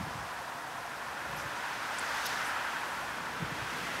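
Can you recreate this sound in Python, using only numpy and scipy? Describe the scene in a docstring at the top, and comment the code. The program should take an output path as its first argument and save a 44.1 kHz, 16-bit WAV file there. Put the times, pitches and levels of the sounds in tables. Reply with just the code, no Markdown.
"""A huge flock of small birds streams overhead at dusk, heard by one microphone, the same in both ears.
At first, wind bumps the microphone while countless wingbeats merge into a rush and far traffic hums.
Near 1.4 s comes more wind, and cloth brushes close by. The rush swells and brightens as the nearest
birds pass, peaking at 2.2 to 2.5 s amid more brushes of cloth. It then eases, wind bumps again
near 3.4 s, and the rush brightens once more at the end."""
import sys
import numpy as np
from scipy import signal
from scipy.io import wavfile

SR = 44100
rng = np.random.default_rng(int(sys.argv[2]) if len(sys.argv) > 2 else 0)


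def materialize(psi):
    """Save the field psi as 16-bit PCM at rate SR to the path in sys.argv[1].

    A 1-D psi becomes a single channel; in a 2-D psi each row is a channel.
    """
    bounded = np.clip(np.atleast_2d(psi).T, -1, 1)
    quanta = np.round(bounded * 32767).astype(np.int16)
    wavfile.write(sys.argv[1], SR, quanta)


N = 176400  # 4 seconds
TIME = np.arange(N) / SR


def from_db(db):
    """Turn decibels into a number to multiply a sound by."""
    return 10 ** (np.asarray(db) / 20)


def rms_one(x):
    """Scale a signal so that its average strength (rms) is 1."""
    return x / np.sqrt(np.mean(x ** 2) + 1e-20)


def level(rows, trim_db):
    """Loudness over time: join the (time_s, level_db) points and add trim_db to them all."""
    return from_db(np.interp(TIME, *np.transpose(rows)) + trim_db)


def swell(middle_s, spread_s):
    """A bell-shaped rise and fall, at about 60% of its height spread_s before and after the middle."""
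    return np.exp(-.5 * ((TIME - middle_s) / spread_s) ** 2)


def noise_band(low_hz, high_hz, order=2):
    """Noise between two pitches; a higher order gives sharper edges."""
    edges_hz = [max(low_hz, 10), min(high_hz, .45 * SR)]
    bandpass = signal.butter(order, edges_hz, "band", fs=SR, output="sos")
    noise = rng.standard_normal(N + SR // 4)  # the extra lets the filter settle
    return rms_one(signal.sosfilt(bandpass, noise)[-N:])


def wingbeats(birds, beats_per_s=12, rate_spread=0.1518, sharpness=5.5, pass_s=0.37):
    """A flutter curve: each bird flaps at its own speed and stands out briefly as it passes."""
    t = TIME[::100]
    speed, phase, place = np.hsplit(rng.random((birds, 3)), 3)
    rate_hz = beats_per_s * np.exp(rate_spread * (2 * speed - 1))
    strokes = np.exp(sharpness * (np.cos(2 * np.pi * (rate_hz * t + phase)) - 1))
    strokes -= strokes.mean(axis=1, keepdims=True)
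    nearness = 1 / (1 + ((t - place * t[-1]) / pass_s) ** 2)
    return rms_one(np.interp(TIME, t, (strokes * nearness).sum(axis=0)))


def rush(tone, bands, flutter=0):
    """Noise bands as strong as a tone table says; wingbeats can make them flutter, partly together."""
    pitch_hz, strength_db = np.transpose(tone)
    edges_hz = np.geomspace(pitch_hz[0], pitch_hz[-1], bands + 1)
    shared_beats = wingbeats(birds=40)
    out = 0
    for low, high in zip(edges_hz, edges_hz[1:]):
        band_db = np.interp(np.log(low * high) / 2, np.log(pitch_hz), strength_db)
        if flutter:
            band_db += flutter * (.5 * shared_beats + wingbeats(birds=16))
        gain = np.sqrt(high - low) * from_db(band_db)  # wider bands carry more sound
        out += gain * noise_band(low, high, order=3)
    return rms_one(out)


# How loud each far sound is, before its trim: time_s, level_db
ROAR_LEVEL = [(0.0, -43.5), (0.17, -41.5), (0.21, -43.5), (1.6, -43), (2.14, -40), (2.87, -41.5),
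              (3.22, -43), (4.0, -43.5)]
MURMUR_LEVEL = [(0.0, -54), (0.13, -53.5), (0.91, -56.5), (1.27, -53), (3.01, -52.5), (3.45, -49),
                (4.0, -48.5)]
RUMBLE_LEVEL = [(0.35, -63.5), (0.99, -61.5), (1.37, -56.5), (1.76, -63), (2.24, -59), (2.67, -62.5),
                (3.36, -58.5), (3.48, -54.5), (3.95, -59.5)]
# Which pitches are strong in each: pitch_hz, relative_level_db
ROAR_TONE = [(400, -30), (480, -12), (570, -6), (630, -6.5), (720, -1.5), (850, -1), (950, 1.5), (1080, 0),
             (1250, -5.5), (1800, -24)]
MURMUR_TONE = [(130, -15), (200, -2.5), (240, 2), (310, 1), (380, -1), (480, 1), (620, -1.5), (900, -11)]
RUMBLE_TONE = [(25, -22), (38, -15), (48, -14), (60, 4.5), (75, 0.5), (95, -1), (135, 4.5), (165, -0.5),
               (240, -14)]


def far_background():
    """Far tyres and far birds roar, wind and road murmur, and a deep rumble lies underneath."""
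    roar = level(ROAR_LEVEL, trim_db=-0.22) * rush(ROAR_TONE, bands=20, flutter=0.7)
    murmur = level(MURMUR_LEVEL, trim_db=1.5) * rush(MURMUR_TONE, bands=10)
    rumble = level(RUMBLE_LEVEL, trim_db=2.5) * rush(RUMBLE_TONE, bands=14)
    return roar + murmur + rumble


# Notes of far engines and tyres: middle_s, spread_s, pitch_hz, width_hz, level_db
TRAFFIC_NOTES = [(.65, 0.29, 698, 13, -52.5), (0.84, 0.71, 139, 7, -62.5), (.9, 0.56, 312, 5.6, -68.5),
                 (1.346, 0.19, 563, 15, -54), (2.85, 0.24, 933, 180, -47), (2.9, 0.43, 176, 7.4, -63),
                 (3.26, 0.28, 238, 13, -62.5), (3.85, .2, 178, 7.8, -57)]


def traffic_hum():
    """Engines and tyres drift in and out, each a band of noise narrow enough to sound like a note."""
    out = 0
    for middle_s, spread_s, pitch_hz, width_hz, level_db in TRAFFIC_NOTES:
        note = noise_band(pitch_hz - width_hz / 2, pitch_hz + width_hz / 2)
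        out += from_db(level_db) * swell(middle_s, spread_s) * note
    return out


# Gusts on the microphone: middle_s, spread_s, level_db
GUSTS = [(.04, 0.042, -45.5), (.2, 0.051, -50), (1.35, 0.055, -53.5), (1.462, .018, -53), (3.452, .02, -44)]
# Short puffs of wind, before their trim: middle_s, level_db, pitch_hz
PUFFS = [(0.009, -30, 175), (0.04, -33.5, 113), (0.078, -34, 145), (0.159, -35.5, 130), (0.229, -40, 129),
         (1.34, -37, 121), (1.379, -48, 191), (1.46, -42, 112), (3.411, -34, 192), (3.429, -26, 170),
         (3.528, -31.5, 153), (3.628, -29.5, 120)]


def wind(puff_trim_db=-5, puff_spread_s=0.0059, puff_churn=0.34):
    """Gusts churn the air at the microphone; each puff is a soft, low bump a few waves long."""
    churn = noise_band(66, 280)
    gusts = sum(from_db(level_db) * swell(middle_s, spread_s) for middle_s, spread_s, level_db in GUSTS)
    out = gusts * noise_band(59, 208, order=3)
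    for middle_s, level_db, pitch_hz in PUFFS:
        bump = np.sin(2 * np.pi * pitch_hz * (TIME - middle_s)) + puff_churn * churn
        out += from_db(level_db + puff_trim_db) * swell(middle_s, puff_spread_s) * bump
    return out


# Brushes of cloth: middle_s, level_db, spread_s, pitch_hz, width_octaves
BRUSHES = [(1.313, -57, .0025, 13000, .4), (1.372, -52.5, .009, 11540, .035), (1.4, -55, 0.022, 8900, .9),
           (1.399, -50, .016, 5600, 0.46), (1.987, -39.5, .002, 7300, 0.91),
           (1.995, -39, 0.0014, 8600, 0.46), (2.260, -37, 0.0014, 11800, .55),
           (2.264, -39.5, 0.0095, 4730, 0.98), (2.267, -38, 0.0019, 11800, .7),
           (2.472, -48, 0.025, 6500, 1.6)]


def cloth():
    """Cloth rubs near the microphone in short, bright scuffs."""
    out = 0
    for middle_s, level_db, spread_s, pitch_hz, width_octaves in BRUSHES:
        edge_ratio = 2 ** (width_octaves / 2)
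        scuff = noise_band(pitch_hz / edge_ratio, pitch_hz * edge_ratio, order=3)
        out += from_db(level_db) * swell(middle_s, spread_s) * scuff
    return out


# How loud each part of the flock is, lowest part first, before its trim: time_s, level_db
WINGS_LEVEL = [(0.05, -46.5), (0.36, -44), (0.41, -47), (1.68, -41), (1.72, -43), (2.19, -36.5),
               (2.22, -39.5), (2.46, -36.5), (3.25, -43), (3.95, -41.5)]
SWISH_LEVEL = [(0.1, -51.5), (0.34, -51), (0.61, -53), (2.14, -44), (2.15, -43), (2.84, -45), (2.87, -47.5),
               (3.13, -47), (3.23, -48), (3.9, -43.5)]
FEATHER_LEVEL = [(0.03, -54.5), (0.7, -56.5), (1.31, -54.5), (1.89, -50.5), (2.31, -44.5), (2.5, -51),
                 (3.23, -53.5), (3.51, -53), (3.82, -49.5), (3.97, -50.5)]
FINE_HISS_LEVEL = [(0.03, -59), (1.05, -59), (1.82, -57), (2.17, -53.5), (2.32, -53), (2.5, -56),
                   (2.97, -56), (3.23, -58.5), (3.5, -58.5), (3.82, -55), (3.97, -55.5)]
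# Which pitches are strong in each: pitch_hz, relative_level_db
WINGS_TONE = [(700, -18), (1000, -9), (1200, -3), (1400, 3), (1520, 1.5), (1690, 1), (1900, -4.5),
              (2150, -13.5), (2800, -20)]
SWISH_TONE = [(1500, -6.5), (1950, 2.5), (2250, 0), (2600, 0), (3000, -4), (3400, -5), (3900, -15),
              (4800, -28)]
FEATHER_TONE = [(2800, -4.5), (3500, 1), (4100, 1), (5100, 0.5), (6300, -2), (7000, -7), (8500, -12.5),
                (9500, -18), (11000, -23)]
FINE_HISS_TONE = [(6000, -5), (7300, 1), (8400, 1), (9500, 0), (11000, -1), (12500, -3), (14200, -5.5),
                  (15700, -12)]


def flock():
    """All the wings make a rush; close birds add a swish and feather hiss, with a finer hiss on top."""
    wings = level(WINGS_LEVEL, trim_db=0.3) * rush(WINGS_TONE, bands=16, flutter=0.9)
    swish = level(SWISH_LEVEL, trim_db=0.83) * rush(SWISH_TONE, bands=10, flutter=0.23)
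    feathers = level(FEATHER_LEVEL, trim_db=1.5) * rush(FEATHER_TONE, bands=20, flutter=0.68)
    fine_hiss = level(FINE_HISS_LEVEL, trim_db=0.57) * rush(FINE_HISS_TONE, bands=10, flutter=0.5)
    return wings + swish + feathers + fine_hiss


def scene():
    """Everything reaches one microphone, so both ears get the same sound."""
    mix = flock() + far_background() + traffic_hum() + wind() + cloth()
    return np.tile(mix, (2, 1))


def record(dry):
    """Cut away the very highest pitches steeply."""
    cutoff_hz = 15750
    lowpass = signal.ellip(12, .1, 80, cutoff_hz, fs=SR, output="sos")
    return signal.sosfilt(lowpass, dry)


dry = scene()
out = record(dry)
materialize(out)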